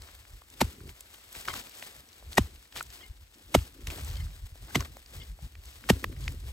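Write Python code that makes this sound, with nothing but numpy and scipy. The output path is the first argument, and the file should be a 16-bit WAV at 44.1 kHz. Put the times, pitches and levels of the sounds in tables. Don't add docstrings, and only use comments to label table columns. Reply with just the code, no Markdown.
import sys
import numpy as np
from scipy import signal
from scipy.fft import rfft, irfft, next_fast_len
from scipy.io import wavfile
from scipy.ndimage import uniform_filter1d

SR = 44100
rng = np.random.default_rng(int(sys.argv[2]) if len(sys.argv) > 2 else 0)


def dump_mix(stems):
    frames = np.atleast_2d(stems).T
    limited = np.clip(frames, -1, 1)
    pcm = np.round(limited * 32767).astype(np.int16)
    wavfile.write(sys.argv[1], SR, pcm)


def nominal_scale(level):
    x = np.asarray(level, float) / 20
    return 10 ** x


N = 287864

# (stop [s], crack [dB], entry [ms], grit [dB])
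BLOWS = [
    (0.6155, -9.5, 11, -23),
    (2.3815, -1, 10, -22),
    (3.5499, -7, 7.9, -20),
    (4.7572, -11, 10.5, -26),
    (5.9021, -3.5, 13.2, -21.5),
]
# (frequency [Hz], level [dB], t60 [s], delay [ms])
CRACK_MODES = [(640, -6, .04, -.15), (800, -6, .025, -.1), (1250, -10, .01, -.4), (3000, -13, .006, -1.6),
               (6200, -15, .005, -.6)]
# (level [dB], ..)
STRUCK = [(-5, 3, 2.5, -10, -14), (0.5, -6, -3, -7.5, -3), (4.5, -0.5, 6.5, -14.5, 6), (-6, -12, -4, 11, 3),
          (-4.5, -1.5, -2, 1.5, -20)]
# (frequency [Hz], level [dB])
SQUEALS = [(2800, -26), (1900, -12), (2170, -18), (2060, -19.5), (1850, -15.5)]
# (frequency [Hz], density [dB per Hz])
GRIT_SPECTRUM = [(300, -44.5), (800, 3), (2000, -1.5), (3000, 0.5), (4500, -6), (7000, -6.5), (10500, -4),
                 (16000, -23)]
# (frequency [Hz], arrival [ms], swell [ms], level [dB])
THUD_WAVES = [(325, 2.76, 3.7, -4.5), (225.4, 3.25, 5, 0.5), (420, 1.2, 2.2, -3.0)]
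# (frequency [Hz], arrival [ms], swell [ms], level [dB])
GROUND_WAVES = [(81, 21.3, 10.0, -1), (127, 9.3, 5.5, -3.5), (70, 52.5, 14.5, -12), (52, 15.5, 15.5, -13)]
# (thud [dB], thud pitch [ratio], ground wave [dB], crack pitch [ratio], upper thud [dB])
ANSWERS = [(-18.5, 1.0, -22.5, 1.1, -3), (-15, 1.0, -19.5, 1.016, 0.5), (-16, 1.12, -17, 1.07, 3),
           (-19, 1.09, -24, 1.02, 1.5), (-8.5, 0.91, -19, 0.99, -3.5)]
# (thud delay [ms], thud swell [ratio], ground delay [ms], soil grips blade [ms])
UNFOLDING = [(.3, 1.05, -.2, 4.2), (-.2, .95, -.3, 3.4), (-.1, 1.05, .9, 4.4), (-4.5, .9, 13, 3.2),
             (-.2, .75, -.5, 4.0)]
# (frequency [Hz], arrival [ms], swell [ms], level [dB])
ROOT_STOP_WAVES = [(125, .2, 6.5, -21.5), (300, 10.5, 4.5, -29)]
ROOT_STOP_S = 4.764

# (start [s], length [s], level [dB], dullness [0-1], slips [per s])
SCRAPES = [(0.007, 0.15, -55, 0.5, 0), (1.342, 0.082, -48, 0, -9), (1.476, 0.037, -35.5, 0.5, 0),
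           (1.533, 0.01, -35, 0.62, 0), (1.551, 0.038, -37, 0.3, 0), (1.59, 0.03, -45, 0.3, 0),
           (2.758, 0.044, -44, 0.19, 0), (2.924, 0.058, -52.5, 0, -5), (3.868, 0.02, -38, 0.42, 8),
           (3.9, 0.044, -42.5, 0.38, 0), (4.759, 0.02, -37, 0.5, 0), (1.645, 0.05, -49, 0.35, 0),
           (4.055, 0.045, -49, 0.3, 0), (4.18, 0.07, -54, 0.4, 0), (2.995, 0.06, -57, 0.5, 0),
           (4.68, 0.04, -50, 0.6, 0), (3.336, 0.016, -56, 0.1, 0), (4.793, 0.039, -39.5, 0.56, 61),
           (4.846, 0.024, -44, 0.57, 5), (5.662, 0.11, -54, 0, 9), (6.204, 0.1, -50.5, 0.05, -6)]
# (time [s], peak [dB], frequency [Hz], treble re peak [dB])
ROOTS = [(0.088, -42.5, 1220, -14), (0.252, -42, 1410, -17), (0.419, -42, 1050, -11),
         (0.805, -43.5, 1430, -1), (0.893, -36.5, 2580, 1), (1.351, -32, 1750, 1), (1.454, -31.5, 2000, 13),
         (1.484, -15.5, 1580, -20), (1.539, -24.5, 1170, -4), (1.825, -26, 2350, -2), (2.351, -55, 1880, 3),
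         (2.46, -47, 600, -9), (2.655, -45, 2080, -21), (2.725, -36, 2070, 4), (2.762, -25, 1290, -9.5),
         (2.809, -24.5, 1310, -12), (3.59, -32.5, 2190, 3), (3.8713, -21.5, 2600, 9),
         (3.9025, -29, 2500, -7), (3.984, -35.5, 630, -16), (4.305, -42.5, 2130, -11),
         (4.556, -46.5, 580, 17), (4.692, -50, 626, -26), (2.226, -44.5, 546, -19), (4.969, -38, 586, 15.5),
         (5.39, -44.5, 655, -22), (5.553, -38, 1770, -16), (5.84, -34.5, 1700, -16),
         (6.042, -16.5, 1950, 7), (6.2793, -18, 2100, -4), (6.0435, -17.5, 1070, -8),
         (6.0425, -25, 486, -15), (1.826, -38.5, 680, -10), (4.807, -29, 1900, -4),
         (6.2808, -28, 4900, -11), (4.708, -44, 1600, -12), (5.936, -34, 3300, -2)]
# (time
# [s], peak [dB], frequency [Hz])
LITTER_TICKS = [(0.02, -34, 5030), (0.501, -39.5, 7000), (1.007, -28.5, 8750), (1.144, -41, 2730),
                (1.327, -31, 9000), (1.411, -32, 8000), (1.571, -31, 4630), (1.695, -35, 7600),
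                (2.129, -43.5, 4800), (2.33, -31, 4000), (2.56, -44, 3200), (2.827, -27, 8700),
                (2.867, -42, 4640), (2.903, -36.5, 4100), (3.007, -46, 3130), (3.342, -47, 4220),
                (3.815, -47, 3000), (4.047, -28.5, 8300), (4.169, -38, 4240), (4.806, -22.5, 4900),
                (5.061, -39.5, 4500), (4.851, -39, 2900), (5.422, -41, 7300), (5.656, -37.5, 7600),
                (6.208, -43, 8400), (6.241, -34.5, 3800), (6.321, -39, 8100), (2.088, -45, 5280),
                (2.18, -51.5, 7800), (2.315, -48, 3570), (2.353, -34, 7000), (2.509, -49, 5000),
                (2.456, -47, 7500), (3.909, -37, 2500), (3.988, -38, 3300), (4.101, -36.5, 4500),
                (4.112, -40, 2700), (4.156, -40, 2960), (1.477, -30.5, 4800), (1.54, -27.5, 5270),
                (1.503, -35, 3200), (3.652, -43.5, 3130), (3.746, -50, 3830), (2.18, -61, 4000),
                (2.7575, -38, 3600), (2.7665, -34, 3800), (2.7685, -36, 3500), (2.7728, -28, 3700),
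          (2.7782, -31, 2200), (2.7839, -30, 2800), (2.7895, -33, 2600), (2.7955, -33, 4300),
          (2.8063, -30, 2600), (3.168, -50, 4200), (3.348, -47, 6000), (3.42, -52, 5000),
          (1.518, -38, 5200), (1.555, -36, 4800), (1.563, -35, 2100), (1.59, -39, 5000), (1.604, -39, 4900),
          (1.613, -40, 3200), (1.624, -41, 5500), (1.668, -43, 2600), (1.711, -41, 3300),
          (1.719, -42, 4200), (1.772, -42, 7500), (1.796, -41, 7000), (3.994, -39, 1300),
          (4.267, -47, 1270), (4.77, -32, 3500), (4.82, -40, 900), (6.126, -42, 1300), (6.165, -44, 1700)]
# (time [s], length [s], level [dB], tilt [dB per octave], ring time [share of free])
BRUSHES = [
    (1.482, 0.022, -58, -12, 0.27),
    (3, 0.03, -76, 5, 1),
    (4.144, 0.05, -74, 3, 0.68),
    (5.2, 0.023, -73, 9, 0.63),
]
# (frequency [Hz], level [dB], t60 [s], onset [share of the brush])
BLADE_MODES = [(1080, -6, 0.021, 0.022), (1800, -4, 0.033, 0.075), (2123, 1, 0.1, .7), (2940, -2, .04, 0.8),
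               (3130, 1, 0.04, 0.067), (3420, -10, 0.03, 0.6), (4493, -8, 0.022, 0.16),
               (4970, -13, .022, 0.5)]
# (time [s], frequency [Hz],
# length [ms], level [dB])
SINGING = [(1.497, 3150, 20, -40), (1.505, 2120, 15, -41), (1.5, 1080, 14, -42), (1.484, 5000, 6, -36),
           (2.8083, 1300, 3.5, -27), (3.007, 3350, 4, -50), (3.011, 3200, 15, -53), (3.009, 1950, 7, -53),
           (3.009, 1300, 4, -53), (3.028, 2123, 36, -54), (3.031, 2930, 13, -54), (3.038, 4230, 8, -57),
           (3.052, 3000, 10, -59), (4.157, 5200, 12, -56), (4.168, 4480, 6, -44), (4.168, 3130, 6, -45),
           (4.175, 2123, 15, -51), (4.203, 2123, 25, -52), (4.196, 3050, 19, -53), (4.21, 4250, 14, -56),
           (4.222, 4900, 18, -57), (4.198, 1800, 20, -57), (4.706, 1560, 7, -47), (4.805, 1100, 5, -38),
           (4.966, 600, 8, -48), (5.196, 4300, 8, -58), (5.206, 2123, 30, -53), (5.2, 2900, 8, -58),
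           (5.215, 2930, 11, -51), (5.216, 3450, 11, -53), (5.209, 4900, 8, -56), (5.222, 5600, 4, -55),
           (5.23, 4650, 9, -56), (5.231, 5050, 9, -56), (5.226, 3180, 9, -57)]
# (time [s], peak [dB])
CREAKS = [(0.707, -44.5), (0.737, -45), (0.782, -43), (0.808, -38), (0.835, -38.5), (0.855, -41),
          (0.877, -38), (0.899, -44)]
# (frequency [Hz], level [dB], t60 [s])
HANDLE_MODES = [(392, 9, 0.037), (248, -5.5, .025), (160, -6, .03)]

# (time [s], level [dB])
STIR = [(0.0, -74), (0.1, -63.5), (0.3, -68.5), (0.88, -66.5), (1.3, -62.5), (1.55, -56), (1.7, -62),
        (1.85, -57), (2.05, -72), (2.7, -68.5), (2.92, -62), (3.2, -71), (3.8, -69), (4.0, -58), (4.5, -68),
        (5.55, -68.5), (5.9, -64), (6.53, -66)]
# (middle [s], half length [s], rubbing [dB], crumbling re rubbing [dB])
PRYING = [(0.04, 0.051, -70.5, 12), (0.84, 0.075, -61, -44), (1.365, 0.0095, -54, -9),
          (1.556, 0.07, -51.5, -2), (1.948, 0.28, -71, 4), (2.23, 0.19, -75.5, 14), (2.784, 0.037, -58, 14),
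          (3.02, 0.021, -59.5, 1), (3.816, 0.043, -57.5, -46.5), (3.956, 0.057, -49, 1.5),
          (4.103, 0.07, -65, 14), (4.607, 0.055, -69, 6.5), (5.186, 0.082, -61.5, 6.5),
          (5.439, 0.035, -72, 12), (6.064, 0.15, -52.5, -35), (6.304, 0.087, -58, -4),
          (3.385, 0.04, -66, 5), (6.488, 0.036, -64.5, 11.5)]
# (frequency [Hz], density [dB per Hz])
RUSTLE_SPECTRUM = [(900, -4.5), (2000, -1.5), (3300, -1), (5200, -4.5), (7000, -6.5), (10000, 1.5),
                   (13000, -9), (16000, -8)]
# (frequency [Hz], density [dB per Hz])
CRUMBLE_SPECTRUM = [(150, -10), (350, 0.5), (700, -1.5), (1200, -11), (2200, -6.5), (4000, -15.5),
                    (8000, -42.5)]
# (time [s], level [dB])
BREEZE = [(0, -59), (.5, -58.5), (1.1, -62.5), (1.8, -67.5), (2.5, -64), (3.0, -59.5), (3.38, -67),
          (3.75, -53.5), (4.1, -40), (4.6, -53.5), (5.05, -56.5), (5.8, -53), (6.3, -43)]
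# (middle [s], half length [s], level [dB], knocking re rumble [dB])
PUFFS = [(0.003, 0.049, -47.5, -25), (0.193, 0.057, -65, -24), (0.347, 0.034, -47, -28),
         (0.82, 0.016, -46, -12), (0.881, 0.037, -44, -9), (1.373, 0.014, -53.5, -0.5),
         (1.524, 0.065, -50, -5), (1.99, 0.041, -59, -3), (2.281, 0.038, -42.5, -21),
         (2.555, 0.048, -50.5, -33), (2.797, 0.032, -56.5, 1), (2.88, 0.029, -52.5, -9),
         (3.104, 0.011, -37, -23), (3.2, 0.058, -51, -36.5), (3.475, 0.03, -55, -34),
         (3.89, 0.022, -32, -15), (4.007, 0.046, -46.5, 0), (4.22, 0.084, -35.5, -9.5),
         (4.437, 0.013, -34.5, -34), (4.529, 0.0095, -41, -31), (4.641, 0.026, -43, -13),
         (4.906, 0.024, -45, -13), (5.182, 0.043, -40.5, -9.5), (5.314, 0.03, -39, -12),
         (5.444, 0.02, -37.5, -4), (5.581, 0.012, -42, -30), (5.67, 0.021, -50, -15),
         (6.082, 0.038, -35.5, -13), (6.259, 0.089, -38, -2.5), (6.494, 0.11, -42.5, -17)]
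# (frequency [Hz], density [dB per Hz])
RUMBLE_SPECTRUM = [(15, -21.5), (30, -23), (45, -1), (60, -0.5), (85, -6), (120, -20.5), (200, -49.5),
                   (400, -70.5)]
# (frequency [Hz], density [dB per Hz])
KNOCKING_SPECTRUM = [(50, -34), (90, -2.5), (130, 10), (190, -7), (300, -24), (600, -56.5)]
# (frequency [Hz], density [dB per Hz])
RUBBING_SPECTRUM = [(100, -35), (200, -2.5), (300, -0.5), (430, -9), (560, -12.5), (900, -46)]
# (frequency [Hz], left lead [half turns])
STEREO_LEAD = [(0, 0), (900, .2), (2900, .55), (4400, .25), (6200, .2), (7000, 0), (7600, 0), (8300, -.35),
               (9300, -1), (11000, -1), (12500, -2), (14400, -2), (15200, -2.45), (16500, -2.7)]
# (frequency [Hz], left over right [dB], share from all around [dB])
STEREO_BALANCE = [(60, .2, -22), (250, .3, -17), (1000, 4.1, -9), (2500, 2.5, -8), (5000, 4.5, -8),
                  (6400, 2.1, -12), (7000, 0, -40), (7600, 0, -40), (8400, .6, -14), (9300, 0, -90),
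                  (16000, 0, -90)]


def blows():
    out, ms = np.zeros(N), np.arange(-30, 170, 1000 / SR)
    after = np.maximum(ms, 0)
    luck = rng.standard_normal((len(BLOWS), len(ms)))
    each_blow = zip(BLOWS, SQUEALS, ANSWERS, STRUCK, UNFOLDING, luck)
    for blow, (squeal_hz, squeal_db), answer, struck, unfolding, noise in each_blow:
        s, crack_db, entry_ms, grit_db = blow
        thud_db, pitch, ground_db, crack_pitch, upper_db = answer
        thud_late_ms, swell, ground_late_ms, grip_ms = unfolding

        entering = np.clip((ms + entry_ms) / 0.23, 0, 1) * nominal_scale(12.4 * np.minimum(ms, 0) / entry_ms)
        dying = 1.02 * np.exp(-(after / 3.63) ** 2) + 0.5 * np.exp(-after / 7.1)
        crunch = entering * (dying + 0.033 * np.exp(-after / 60.0))
        squeal = entering ** 1.7 * np.exp(-after / 0.86)
        squeal = squeal * np.cos(2 * np.pi * squeal_hz * (ms - .2) / 1000)

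        crack = 0
        for (hz, level_db, t60, late_ms), struck_db in zip(CRACK_MODES, struck):
            since = ms - late_ms
            chatter = .06 * noise * (since > 0) * np.exp(-np.abs(since) / 1.2)
            jolt = (np.abs(since) < 500 / SR) + chatter
            crack = crack + nominal_scale(level_db + struck_db) * ring(jolt, hz * crack_pitch, t60)
        gripped = np.exp(-(after / grip_ms) ** 3)

        stretched_ms = 9 + (ms - thud_late_ms - 9) * pitch
        thud = nominal_scale(upper_db) * soil_waves(THUD_WAVES[:1], stretched_ms, swell)
        thud = thud + soil_waves(THUD_WAVES[1:], stretched_ms, swell)
        ground = soil_waves(GROUND_WAVES, ms - ground_late_ms)

        piece = nominal_scale(crack_db) * crack * gripped
        piece += nominal_scale(grit_db) * crunch * colour(noise, GRIT_SPECTRUM)
        piece += nominal_scale(squeal_db) * squeal
        piece -= nominal_scale(thud_db) * thud + nominal_scale(ground_db) * ground
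        add(out, s + ms[0] / 1000, piece)
    add(out, ROOT_STOP_S + ms[0] / 1000, -soil_waves(ROOT_STOP_WAVES, ms))
    return out


def soil_waves(waves, ms, share=1):
    out = 0
    for hz, arrival_ms, swell_ms, level_db in waves:
        age_ms = np.maximum(ms - arrival_ms, 0)
        turn = age_ms / (share * swell_ms)
        swell = turn * np.exp(.5 - .5 * turn ** 2)
        out = out + nominal_scale(level_db) * swell * np.sin(2 * np.pi * hz * age_ms / 1000)
    return out


def scrapes():
    t, bright, dull = np.arange(N) / SR, 0, 0
    unsteady = 0.26 * drift(40.0)
    for s, length, level_db, dullness, slips in SCRAPES:
        since = np.maximum(t - s, 0)
        slipping = 1
        if slips > 20:
            slipping = .35 + 2.6 * np.exp(-5 * ((since * slips + unsteady) % 1))
        stroke = np.minimum(since / 0.0016, 1) * np.exp(-(since / length) ** 4)
        stroke = nominal_scale(level_db) * stroke * slipping
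        bright = bright + (1 - dullness) * stroke
        dull = dull + dullness * stroke
    surge = nominal_scale(1.8 * drift(74.0))
    hiss = colour(grains(3000 * surge, 4.0, smooth=0.79), RUSTLE_SPECTRUM)
    fine = hiss + 0.39 * crumbs(1500 * surge, 3100, 8200, cycles=8.6)
    return bright * fine + dull * crumbs(900 * surge, 1100, 4000, cycles=3.2)


def crumbs(per_s, low_hz, high_hz, cycles):
    clicks = grains(per_s, 1.6, smooth=0)
    size_class = rng.integers(0, 12, N)
    pitches = np.geomspace(low_hz, high_hz, 12)
    return rms_one(sum(ring(clicks * (size_class == k), hz, cycles / hz) for k, hz in enumerate(pitches)))


def snaps():
    out, ms = np.zeros(N), np.arange(-4, 30, 1000 / SR)
    # (treble [dB], decay [ms], height of the clean click over its burst)
    breaks = [(*row, 1.7, 2.2) for row in ROOTS]
    breaks += [(*row, -7, 2.1, .8) for row in LITTER_TICKS]
    luck = rng.standard_normal((len(breaks), len(ms)))
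    treble = signal.butter(1, 3000, "high", fs=SR, output="sos")
    for (s, peak_db, hz, treble_db, decay_ms, clean), noise in zip(breaks, luck):
        shape = np.where(ms < 0, 0.18 * np.exp(ms / 2.3), np.exp(-ms / max(decay_ms, .2)))
        burst = noise * shape
        parting = clean * np.exp(-((ms - .3) * hz / 85) ** 2)
        body = np.diff(ring(burst + parting, hz, 4.2 / hz), prepend=0)
        tick = signal.sosfilt(treble, burst)
        snap = body / np.abs(body).max() + nominal_scale(treble_db - 10.5) * tick / np.abs(tick).max()
        add(out, s + ms[0] / 1000, nominal_scale(peak_db) * snap)
    return out


def blade():
    out, ms = np.zeros(N), np.arange(0, 250, 1000 / SR)
    for hz, mode_db, t60, late in BLADE_MODES:
        sliding = grains(480, 0.98, smooth=1.0)
        for s, length, level_db, tilt_db, freedom in BRUSHES:
            since = ms / 1000 - late * length
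            touch = (since > 0) * np.exp(-(since / length) ** 2)
            touch = nominal_scale(level_db + tilt_db * np.log2(hz / 2000)) * touch
            push = touch * sliding[round(s * SR):][:len(ms)]
            add(out, s, nominal_scale(mode_db - 7.5) * ring(push, hz, t60 * freedom))
    return out


def singing():
    out, ms = np.zeros(N), np.arange(0, 80, 1000 / SR)
    luck = rng.standard_normal((len(SINGING), 41))
    for (s, hz, length_ms, level_db), chance in zip(SINGING, luck):
        flutter = np.interp(ms, np.arange(41) * 4.0, chance)
        shape = np.minimum(ms / 1.5, 1) * np.exp(-(ms / length_ms) ** 3)
        tone = np.sin(2 * np.pi * hz * ms / 1000 + 0.8 * flutter)
        add(out, s, nominal_scale(level_db + 2.5 * flutter) * shape * tone)
    return out


def creak():
    out, ms = np.zeros(N), np.arange(0, 60, 1000 / SR)
    slip = np.exp(-((ms - 2) / 0.89) ** 2)
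    luck = rng.normal(0, 2.1, (len(CREAKS), len(HANDLE_MODES)))
    for (s, peak_db), uneven_db in zip(CREAKS, luck):
        knock = 0
        for (hz, mode_db, t60), own_db in zip(HANDLE_MODES, uneven_db):
            knock = knock + nominal_scale(mode_db + own_db) * ring(slip, hz, t60)
        add(out, s, nominal_scale(peak_db) * knock / np.abs(knock).max())
    return out


def litter():
    stir_db, = in_time(STIR)
    clumps = drift(23.0)
    falling = nominal_scale(-57.5 + 1.8 * drift(27.0)) * settling()
    giving = swells([(s, half, db + crumble_db) for s, half, db, crumble_db in PRYING])
    rustle = colour(grains(2500 * nominal_scale(7.3 * clumps), 4.2, smooth=1.0), RUSTLE_SPECTRUM)
    crumble = colour(grains(500 * nominal_scale(4.5 * clumps), 3.36, smooth=0.73), CRUMBLE_SPECTRUM)
    fine = nominal_scale(stir_db) + nominal_scale(2.0) * falling + nominal_scale(-12.0) * giving
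    coarse = nominal_scale(stir_db + 4.0) + falling + giving
    fine_sound = nominal_scale(9.5) * nominal_scale(.5 * clumps) * fine * rustle
    return fine_sound + nominal_scale(-10.0 + drift(30.0)) * coarse * crumble


def settling():
    since = np.arange(N) / SR - np.array(BLOWS)[:, :1]
    lead_in = nominal_scale(-1.5) * np.exp(-np.abs(since) / 0.0366)
    fall = np.exp(-np.abs(since) / 0.077)
    return np.where(since > 0, fall, lead_in).sum(axis=0)


def hand():
    breeze = nominal_scale(in_time(BREEZE)[0])
    puffs = swells([row[:3] for row in PUFFS])
    jolts = swells([(s, half, db + knock_db) for s, half, db, knock_db in PUFFS])
    prying = swells([row[:3] for row in PRYING], edge=1.9)

    blowing = (breeze * nominal_scale(3.0 * drift(14.0)) + puffs) * nominal_scale(2.0 * drift(22.0))
    rumble = blowing * steady_noise(RUMBLE_SPECTRUM, 0.024)
    shaken = nominal_scale(-25.5) * breeze + jolts + nominal_scale(-52.5) * settling()
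    knocking = shaken * nominal_scale(0.83 * drift(16.7)) * steady_noise(KNOCKING_SPECTRUM, 0.032)
    rubbed = nominal_scale(-16) * np.sqrt(breeze * nominal_scale(-59.5)) + prying + nominal_scale(-48.0) * settling()
    rubbing = rubbed * nominal_scale(-2.5 + 4.3 * drift(35.0)) * steady_noise(RUBBING_SPECTRUM, 0.025)
    return rumble + knocking + rubbing


def steady_noise(spectrum, span_s):
    x = colour(rng.standard_normal(N), spectrum)
    return x / np.sqrt(uniform_filter1d(x ** 2, round(span_s * SR)) + 0.074)


def swells(rows, edge=2):
    t = np.arange(0, N + 64, 64) / SR
    coarse = sum(nominal_scale(level_db) * np.exp(-np.abs((t - s) / half) ** edge) for s, half, level_db in rows)
    return np.interp(np.arange(N) / SR, t, coarse)


def grains(per_s, spread_db, smooth):
    sizes = nominal_scale(spread_db * np.minimum(rng.exponential(1, N), 5)) * rng.choice([-1, 1], N)
    clicks = sizes * (rng.random(N) < per_s / SR)
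    return rms_one(clicks) + smooth * rng.standard_normal(N)


def ring(push, hz, t60):
    r, w = nominal_scale(-60 / (t60 * SR)), 2 * np.pi * hz / SR
    return signal.lfilter([0, np.sin(w)], [1, -2 * r * np.cos(w), r * r], push + 1e-18)


def drift(rate):
    r = np.exp(-80 * np.pi * rate / SR)
    chance = rng.standard_normal(N // 40 + 2002)
    slow = signal.lfilter([1], [1, -2 * r, r * r], chance)[2000:]
    return np.interp(np.arange(N) / 40, np.arange(len(slow)), rms_one(slow))


def colour(x, spectrum):
    size = next_fast_len(len(x))
    hz = np.arange(size // 2 + 1) * SR / size
    return rms_one(irfft(rfft(x, size) * nominal_scale(at_hz(spectrum, hz)), size)[:len(x)])


def at_hz(points, hz, column=1):
    points = np.array(points)
    return np.interp(np.log(hz + 1), np.log(points[:, 0]), points[:, column])


def in_time(rows):
    s, *columns = np.transpose(rows)
    return [np.interp(np.arange(N) / SR, s, c) for c in columns]


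def rms_one(x):
    return x / np.sqrt(np.mean(x ** 2) + 1e-20)


def add(out, s, piece):
    at = round(s * SR)
    out[at:at + len(piece)] += piece[:len(out) - at]


def spread(x, around, aside, skew):
    size = next_fast_len(N + 2048)
    hz = np.arange(size // 2 + 1) * SR / size
    lead = np.interp(hz, *np.transpose(STEREO_LEAD))
    lead = np.where(lead > 0, aside, 1 + skew) * lead
    half = nominal_scale(aside * at_hz(STEREO_BALANCE, hz) / 2) * np.exp(.5j * np.pi * lead)
    alike = rfft(x, size)
    unlike = nominal_scale(at_hz(STEREO_BALANCE, hz, column=2)) * rfft(around, size)
    return irfft(np.array([half * (alike + unlike), (alike - unlike) / half]), size)[:, :N]


def scene():
    hits = blows()
    ticks = snaps() + creak() + singing()
    direct = litter() + hand() + blade() + scrapes()
    around = litter() + hand() + scrapes()
    mix = spread(hits, np.roll(hits, 90), aside=0.36, skew=0.092)
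    mix = mix + spread(ticks, np.roll(ticks, 60), aside=0.2, skew=0.28)
    return mix + spread(direct, around, aside=1.474, skew=0)


def band_limit(x):
    return signal.sosfilt(signal.butter(12, 16000, fs=SR, output="sos"), x)


def record(dry):
    top_cut = signal.ellip(8, .5, 36, 15900, fs=SR, output="sos")
    low_cut = signal.butter(2, 34, "high", fs=SR, output="sos")
    cut = signal.sosfilt(low_cut, signal.sosfilt(top_cut, dry))
    return band_limit(.95 * np.tanh(cut / .95))


dry = scene()
out = record(dry)
dump_mix(out)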